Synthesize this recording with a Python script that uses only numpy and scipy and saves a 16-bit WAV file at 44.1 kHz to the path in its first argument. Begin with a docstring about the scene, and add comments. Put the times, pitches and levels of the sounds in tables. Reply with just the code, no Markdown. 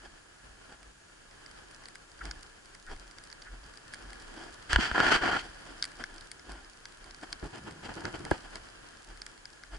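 """Boots thud and crunch slowly over a snowy slope, heard by a small camera in a plastic housing.
Each step is swelling filtered noise for breaking snow and a low sine thud; clothes rustle as coloured noise.
Icy grains tick on the housing as short bursts through resonances; a few narrow noise swells squeak.
Halfway, fingers knock and slide over the housing; later the grip shifts with low scuffing and a dull bump."""
import sys
import numpy as np
from scipy import signal
from scipy.fft import rfft, irfft
from scipy.io import wavfile
from scipy.ndimage import uniform_filter1d

SR = 44100
rng = np.random.default_rng(int(sys.argv[2]) if len(sys.argv) > 2 else 0)


def unload_audio(sound):
    """Save the sound as a 16-bit wav file, at the path given as the first command line argument."""
    columns = np.transpose(np.atleast_2d(sound))
    # keep every value between -1 and 1, then stretch to whole-number steps
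    steps = np.round(np.clip(columns, -1, 1) * 32767)
    wavfile.write(sys.argv[1], SR, steps.astype(np.int16))


N = 431298  # length in samples


def undb(db):
    """Decibels to gain."""
    return 10 ** (np.asarray(db) / 20)


def unit(x):
    """Scale to rms 1."""
    return x / np.sqrt(np.mean(x ** 2))


def crest(x):
    """Equal strength at both ports, peak 1."""
    x = x / x.std(1, keepdims=True)
    return x / np.abs(x).max()


def along(points, hz):
    """Read (Hz, value) points on a log-frequency axis."""
    point_hz, value = np.transpose(points)
    return np.interp(np.log(hz + 1), np.log(point_hz), value)


def band(x, lo_hz, hi_hz):
    """Gentle band-pass."""
    sos = signal.butter(2, [lo_hz, min(hi_hz, 0.45 * SR)], "band", fs=SR, output="sos")
    return signal.sosfilt(sos, x)


def ring(x, hz, width_hz):
    """One resonance, gain 1 at its centre."""
    return signal.lfilter(*signal.iirpeak(hz, hz / width_hz, fs=SR), x)


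def walk(rate_hz):
    """Smooth random drift of rms 1, heading for a new value at the given rate."""
    hold = int(SR / rate_hz)
    held = np.repeat(rng.standard_normal(N // hold + 1), hold)
    return unit(uniform_filter1d(held, hold)[:N])


def grains(rate_hz, spread_db):
    """Tiny random slips of very unequal size, reaching the two ports with unrelated signs."""
    happens = rng.random(N) < rate_hz / SR
    size = happens * undb(spread_db * np.minimum(rng.exponential(size=N), 4))
    return unit(size * rng.standard_normal((2, N)))


def colour(pair, spectrum, side_db):
    """Give two unrelated signals a spectrum and blend them into left and right."""
    # likeness of left and right before side_db: hz, correlation
    likeness = [(50, 0.98), (130, 0.94), (290, 0.32), (580, -0.12), (900, 0.17), (1450, 0.39),
                (2000, -0.082), (3100, -0.15), (4700, 0.083), (7000, 0.13), (11000, 0.59)]
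    hz = np.arange(N // 2 + 1) * SR / N
    alike = np.clip(along(likeness, hz), -1, 1)
    coloured = rfft(pair) * undb(along(spectrum, hz))
    mid, side = irfft(coloured * np.sqrt([1 + alike, 1 - alike]), N)
    side = undb(side_db) * side
    return np.array([mid + side, mid - side])


def housed(x):
    """Housing cavities resonate, each lifting the ports' common sound and their difference separately."""
    # housing cavities: centre_hz, width_hz, common_lift_db, difference_lift_db
    cavities = [(334, 55, 2.5, 4.5), (724, 120, 2, -5), (1417, 47, 4.5, -4), (1693, 120, 4.5, -17),
                (3130, 300, 4.5, 4), (4650, 630, 4, 0.5)]
    mid, side = (x[0] + x[1]) / 2, (x[0] - x[1]) / 2
    for hz, width_hz, mid_db, side_db in cavities:
        mid = mid + (undb(mid_db) - 1) * ring(mid, hz, width_hz)
        side = side + (undb(side_db) - 1) * ring(side, hz, width_hz)
    return np.array([mid + side, mid - side])


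def per_band(x, lo_hz, hi_hz):
    """Scale so that the given band of the left-right mean has rms 1."""
    return x / band(x.mean(0), lo_hz, hi_hz).std()


def add(out, s, x):
    """Mix a short sound in at time s."""
    i = max(int(s * SR), 0)
    out[:, i:i + x.shape[1]] += x[:, :N - i]


def contact(t, chatter_s, scatter, touch=5.9):
    """A sharp touch followed by a brief decaying chatter, partly different at each port."""
    shared, own = rng.standard_normal(len(t)), rng.standard_normal((2, len(t)))
    return (t == 0) * touch + (shared + scatter * own) * np.exp(-t / chatter_s)


def swell(s, half_s):
    """A bell-shaped swell: its place in the scene, its time from the top and its shape."""
    near = np.arange(max(int((s - 0.25) * SR), 0), min(int((s + 0.25) * SR), N))
    age = near / SR - s
    return near, age, np.exp(-0.5 * (age / half_s) ** 2)


def footsteps(crunch_trim_db=4.5, thud_hz=37, thud_half_s=0.034, jolt_delay_s=0.0097, uneven_db=1.7):
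    """Snow crystals break in a swell under heel, then sole; the jolt travels up the arm as a low thud."""
    # footfalls and shuffles, levels before the trims below: top_s, half_length_s, crunch_db, thud_db
    steps = [(0.054, 0.018, -54.5, -57), (0.474, .03, -73, -53), (0.719, 0.024, -55.5, -60),
             (0.88, 0.024, -73, -57), (2.266, 0.026, -48.5, -40), (2.915, 0.019, -48.5, -43),
             (3.539, 0.025, -58.5, -45), (4.075, 0.066, -59.5, -46), (4.407, 0.054, -51.5, -64),
             (5.451, 0.017, -49.5, -55), (5.693, 0.035, -52, -69), (6.009, 0.013, -44, -53),
             (6.16, 0.022, -60.5, -71), (6.521, 0.043, -52.5, -47), (7.075, 0.018, -59.5, -56),
             (7.236, 0.0086, -46, -55), (8.452, 0.019, -54.5, -55), (8.559, 0.022, -53, -55),
             (9.11, 0.029, -59, -50), (9.744, 0.018, -49.5, -45)]
    # relative spectrum of snow packing under a boot: hz, level_db
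    crunch_colour = [(71, -23), (120, -12), (162, -3), (327, 4.5), (495, -4), (765, 1.5), (1270, -7),
                     (1460, -1), (2770, -13), (3220, -9.5), (4040, -22), (4700, -11), (6360, -22),
                     (8280, -21), (11000, -34), (14300, -63), (22000, -120)]
    # the heel, then the softer sole: lag_s, crunch_change_db, thud_change_db
    phases = ((0, 0, 0), (0.1, -13.5, -11))
    press, jolt = np.zeros(N), np.zeros(N)
    for s, half_s, crunch_db, thud_db in steps:
        for lag_s, softer_db, lighter_db in phases:
            near, age, shape = swell(s + lag_s, half_s)
            press[near] += undb(crunch_db + softer_db) * shape
            near, age, shape = swell(s + lag_s + jolt_delay_s, thud_half_s)
            turns = thud_hz * rng.uniform(0.57, 1.44) * age + rng.random()  # random pitch and phase
            jolt[near] += undb(thud_db + lighter_db) * shape * np.sin(2 * np.pi * turns)
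    slips = grains(rate_hz=9000, spread_db=1.7) * undb(uneven_db * walk(110))
    snow = unit(housed(colour(slips, crunch_colour, side_db=-3)))
    rough = rng.standard_normal(N) + 0.18 * rng.standard_normal((2, N))
    shudder = unit(band(rough, 39.0, 72.5)) * np.abs(jolt)
    return undb(crunch_trim_db) * press * snow + 1.6 * jolt + 0.5 * shudder


def rustle(cloth_trim_db=0.52, uneven_db=1, patter_trim_db=-8, build_s=2.4):
    """Clothes brush softly; fine grains patter on the housing as the walker moves."""
    # briskness of movement in two stretches, before the trims: time_s, level_db
    briskness = [
        [(0.0, -60.5), (0.4, -63), (0.65, -60.5), (0.96, -64.5), (1.18, -63), (1.55, -58), (2.16, -62),
         (2.36, -56), (2.5, -61.5), (3.82, -59), (3.99, -56.5), (4.65, -57)],
        [(5.45, -54), (5.65, -56), (5.82, -55), (6.52, -61), (7.06, -60.5), (7.3, -56.5), (7.77, -58.5),
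         (8.05, -55), (8.35, -54.5), (8.89, -59), (9.5, -62), (9.77, -62.5)],
    ]
    # relative spectrum of the cloth: hz, level_db
    cloth_colour = [(15, -34), (25, 12), (64, -1.5), (192, -6.5), (303, -4.5), (531, -6), (740, -7.5),
                    (1260, -5.5), (1670, -2.5), (2100, -12), (3160, -13.5), (3590, -19), (4870, -15),
                    (6120, -21.5), (11000, -24.5), (14300, -91), (22000, -120)]
    time_s = np.arange(N) / SR
    motion = undb(np.interp(time_s, *np.concatenate(briskness).T))
    slips = grains(rate_hz=18000, spread_db=2) * undb(uneven_db * walk(25))
    cloth = per_band(housed(colour(slips, cloth_colour, side_db=2.5)), 804, 2740)
    specks = grains(rate_hz=40, spread_db=2.5)
    shell = ring(specks[0], 4860, 410) + 0.2 * ring(specks[0], 1580, 300)
    patter = unit(shell + 0.5 * band(specks, 2500, 9200))
    onset = np.clip(time_s / build_s, 0, 1) ** 2  # the patter builds up as the walk begins
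    return motion * (undb(cloth_trim_db) * cloth + undb(patter_trim_db) * onset * patter)


def hiss(hiss_db=-61, whine_hz=6800, whine_db=-77):
    """The microphones' own steady hiss, with a faint narrow whine of filtered noise."""
    # relative spectrum of the hiss: hz, level_db
    hiss_colour = [(100, 3.5), (400, 1), (1200, -3), (2500, -2.5), (4000, -5), (7000, -2.5), (11000, -10)]
    whine = unit(ring(rng.standard_normal(N), whine_hz, 60))
    noise = unit(colour(rng.standard_normal((2, N)), hiss_colour, side_db=0.0))
    return undb(hiss_db) * noise + undb(whine_db) * whine


def small_ticks(count=60, from_s=1.3, colour_spread_db=4):
    """Smaller grains, as rows like those of the large ones, land at random once the walk is under way."""
    times = from_s + (N / SR - from_s) * (np.arange(count) + rng.random(count)) / count
    spread = rng.standard_normal((count, 3)) * [2, colour_spread_db, colour_spread_db]
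    typical = [-44.5, -15.5, -17]  # main ring, hollow ring, bright edge in dB
    return list(np.column_stack([times, spread + typical]))


def ticks(hollow_trim_db=5, shell_trim_db=5, bright_trim_db=9, pan_spread_db=3):
    """Each icy grain rings the housing for a few milliseconds; the shell rings along with hollow and edge."""
    # larger grains: start_s, main_ring_peak_db (before panning),
    # hollow_ring_db, bright_edge_db (both relative to the main ring, before the trims)
    large_ticks = [(0.83, -47.5, -6, -10), (1.462, -37, -12, -23), (1.7466, -38, -24, -17),
                   (1.8562, -34.5, -14, -21), (1.885, -39.5, -12, -9), (1.955, -38.5, -5, -10),
                   (2.2538, -34, -11, -13.5), (2.3113, -26.5, -12.5, -22), (2.75, -40.5, -11, -12),
                   (3.1844, -35, -13, -23), (3.238, -41, -20, -7.5), (3.301, -38, -14, -24),
                   (3.315, -39, -16, -22), (3.327, -36, -10.5, -22), (3.423, -37, -17, -24),
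                   (3.773, -37.5, -22, -15), (3.937, -34.5, -4.5, -11), (3.9435, -34.5, -14, -11),
                   (4.131, -39, -9, -10), (5.825, -16, -20, -22), (5.8346, -33, -8, -13),
                   (5.8411, -23, -16.5, -17.5), (5.8524, -30.5, -16, -9.5), (6.039, -28, -4, -21.5),
                   (6.181, -38, -14, -21), (6.2093, -39, -23, -14), (6.3153, -32, -15, -10.5),
                   (6.519, -36, -28, -13), (6.855, -29.5, -13.5, -24), (7.1087, -35.5, -15, -25),
                   (7.146, -37.5, -11, -18), (7.3277, -21.5, -17, -18), (8.053, -28, -5, -20),
                   (8.251, -32, -8.5, -11), (8.311, -32.5, -5, -9), (8.556, -29, -12.5, -17.5),
                   (9.2181, -28, -18, -22), (9.2643, -32, -11.5, -13), (9.4551, -31.5, -17, -24),
                   (9.6359, -37, -6.5, -20)]
    out, t = np.zeros((2, N)), np.arange(1024) / SR
    for s, db, hollow_db, bright_db in large_ticks + small_ticks():
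        touch = contact(t, chatter_s=0.0017, scatter=1.0)
        main_hz = 4850 * rng.uniform(0.97, 1.03)
        main_ring = crest(ring(band(touch, 3100, 7800), main_hz, 500))
        hollow_ring = crest(ring(band(touch, 690, 1780), 1600, 214))
        shell_ring = crest(ring(band(touch, 1960, 2250), 3240, 290))
        edge = crest(band(touch, 7760, 9670))
        tick = main_ring + undb(hollow_trim_db + hollow_db) * hollow_ring
        tick = tick + undb(shell_trim_db + (hollow_db + bright_db) / 2) * shell_ring
        tick = tick + undb(bright_trim_db + bright_db) * edge
        pan_db = pan_spread_db * rng.standard_normal()  # left minus right
        add(out, s, tick * undb(db + np.array([[pan_db], [-pan_db]]) / 2))
    return out


def squeaks(squeak_hz=1520, width_hz=330):
    """Packed snow rubs under the sole in a narrow band."""
    # short squeaks: top_s, half_length_s, level_db
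    squeak_rows = [(2.216, 0.0061, -41), (2.885, .013, -48.5), (3.474, 0.012, -49), (6.011, .008, -43)]
    shear = np.zeros(N)
    for s, half_s, db in squeak_rows:
        near, age, shape = swell(s, half_s)
        shear[near] += undb(db) * shape
    rub = rng.standard_normal(N) + 0.51 * rng.standard_normal((2, N))
    return shear * unit(ring(band(rub, 1230, 2160), squeak_hz, width_hz))


def stroke(start_s, length_s, attack_s, release_s, build_db=0):
    """A rub sets in, changes by build_db while it lasts and dies away when the skin lets go."""
    age = np.arange(N) / SR - start_s
    attack = np.clip(age / attack_s, 0, 1)
    build = undb(build_db * (np.clip(age / length_s, 0, 1) - 1.0))
    return attack * build * np.exp(-np.clip((age - length_s) / release_s, 0, 20))


def rubbing(rows, rest, attack_s, release_s, build_db):
    """Gains of body, hollow ring and treble over a resting contact: firmness moves weight to the treble."""
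    power = np.tile(rest ** 2, (3, 1))
    for start_s, length_s, db, firm_db in rows:
        part_gain = undb(db + firm_db * np.array([[-1], [0], [1]]))
        power += (part_gain * stroke(start_s, length_s, attack_s, release_s, build_db)) ** 2
    return np.sqrt(power)


def friction(strokes, spectrum, slips, low_hz, high_hz, trims_db, shift_db):
    """Dense slips ring the housing in three bands, each with its own gain and random drift of shift_db."""
    rub = housed(colour(slips, spectrum, side_db=-1.0))
    low, below = (signal.sosfiltfilt(signal.butter(4, hz, fs=SR, output="sos"), rub)
                  for hz in (low_hz, high_hz))
    parts = low, below - low, rub - below
    return sum(undb(db + shift_db * walk(70)) * gain * unit(part)
               for db, gain, part in zip(trims_db, strokes, parts))


def slide(uneven_db=1.25, rest_db=-43):
    """Fingers drag over the housing, catching and letting go, with a light brush between slides."""
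    # finger slides, level before the band trims: start_s, length_s, level_db, firmness_db
    slides = [(4.69, 0.052, -37, 6), (4.782, 0.082, -34, 5), (4.938, 0.074, -30.5, -3),
              (5.012, 0.082, -28, -0.5), (5.1, 0.061, -25.5, 1), (5.205, 0.094, -33, -2.5),
              (5.298, 0.069, -34, -2.5), (5.372, 0.023, -40.5, 8)]
    # relative spectrum of the sliding: hz, level_db
    slide_colour = [(35, -10), (60, -10), (199, -9.5), (336, -4), (555, -7.5), (769, -2.5), (1240, -6.5),
                    (1450, 0.5), (2670, -15.5), (3170, -12), (3700, -26), (4700, -19), (5470, -26),
                    (7590, -30), (11000, -43.5), (14300, -74), (22000, -120)]
    slips = grains(rate_hz=20000, spread_db=1.3) * undb(uneven_db * walk(130))
    rest = undb(rest_db) * stroke(4.69, 0.694, attack_s=0.015, release_s=0.018)
    strokes = rubbing(slides, rest, attack_s=0.019, release_s=0.015, build_db=2)
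    return friction(strokes, slide_colour, slips, low_hz=1130, high_hz=2420,
                    trims_db=(-2.5, 1.5, -4), shift_db=0.0)


def knocks(push_hz=55, push_s=0.0067, push_lag_s=0.0007, rock_db=-1, direct_db=-9):
    """A finger lands: the softer the contact, the duller the ring; the case gives way and swings back."""
    # finger knocks: start_s, ring_peak_db, contact_cutoff_hz, case_push_db
    knock_rows = [(4.696, -28, 4000, -40), (4.7314, -5, 7000, -23.5), (4.7604, -5.5, 2300, -18),
                  (4.786, -20, 303, -33), (4.9146, -16, 1870, -31.5), (4.980, -12.5, 1500, -42),
                  (5.0026, -4.5, 2590, -40), (5.151, -26, 1710, -36), (5.278, -17, 1700, -43),
                  (7.428, -30.5, 393, -34.5), (8.3146, -10, 630, -32)]
    # plastic housing modes, relative level within a knock: centre_hz, width_hz, level_db
    modes = [(210, 370, -3.5), (337, 61, -1.5), (700, 400, -8.5), (985, 56, 6), (1430, 200, 12),
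             (1640, 110, 12), (2970, 350, 5), (4500, 510, 3), (7600, 720, -2), (8350, 900, -22)]
    out, t = np.zeros((2, N)), np.arange(4096) / SR
    opposite = np.array([[1], [-1]])  # opposite signs at the two ports
    for k, (s, db, soft_hz, push_db) in enumerate(knock_rows):
        chatter_s = 0.003 * (1000 / soft_hz) ** 0.59  # softer contacts last longer
        touch = band(contact(t, chatter_s, scatter=1.0, touch=11.7), 66, soft_hz)
        body = undb(direct_db) * touch
        body = body + sum(undb(mode_db) * ring(touch, hz, width_hz) for hz, width_hz, mode_db in modes)
        rock = undb(rock_db) * ring(touch[0], 300, 70) * opposite  # air swings between the ports
        side = (-1) ** k  # thumb and fingers push from opposite sides
        give = t / push_s * np.exp(1 - t / push_s)
        push = side * np.sin(2 * np.pi * push_hz * (t + push_lag_s * opposite)) * give
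        add(out, s, undb(db) * crest(body + rock) + undb(push_db) * push)
    return out


def grip(uneven_db=2.5, rest_db=-60, rumble_db=-55, rumble_uneven_db=3.5):
    """The palm scuffs softly as it takes a new hold, rubbing on between scuffs, and the whole case rumbles."""
    # palm scuffs, level before the band trims: start_s, length_s, level_db, firmness_db
    scuffs = [(7.418, 0.05, -49, -3.5), (7.52, 0.066, -52, 3.5), (7.655, 0.046, -47.5, -1),
              (7.822, 0.043, -47, 5), (7.88, 0.055, -48, 0.5), (7.96, .07, -49, -2),
              (8.033, 0.052, -41, -1.5), (8.133, 0.028, -41, 1), (8.19, 0.036, -52.5, -10.5),
              (8.235, 0.03, -47, -3), (8.305, 0.039, -44.5, 2)]
    # relative spectrum of the scuffing: hz, level_db
    scuff_colour = [(18, -33), (30, 1.5), (270, -2), (314, 3.5), (554, -10.5), (977, -8), (1080, -15.5),
                    (1420, -10.5), (2100, -18), (3200, -20), (3620, -30), (4870, -24), (5510, -32),
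                    (7410, -30), (11000, -48), (14300, -69), (22000, -120)]
    slips = grains(rate_hz=6000, spread_db=0) * undb(uneven_db * walk(45))
    hold = stroke(7.42, 0.89, attack_s=0.017, release_s=0.044)
    strokes = rubbing(scuffs, undb(rest_db) * hold, attack_s=0.016, release_s=0.016, build_db=-3)
    rumble = hold * undb(rumble_uneven_db * walk(30)) * unit(band(rng.standard_normal(N), 63, 230))
    # the colour shifts as the skin rolls
    scuffing = friction(strokes, scuff_colour, slips, low_hz=457, high_hz=2050,
                        trims_db=(0, 0.5, -7.5), shift_db=0.94)
    return scuffing + undb(rumble_db) * rumble


def scene():
    """Open snow gives no echo: all sources arrive dry."""
    return footsteps() + squeaks() + ticks() + knocks() + slide() + grip() + rustle() + hiss()


def record(dry, top_hz=11100):
    """The camera cuts the top with a steep low-pass."""
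    return signal.sosfilt(signal.ellip(10, 0.2, 70, top_hz, fs=SR, output="sos"), dry)


dry = scene()
out = record(dry)
unload_audio(out)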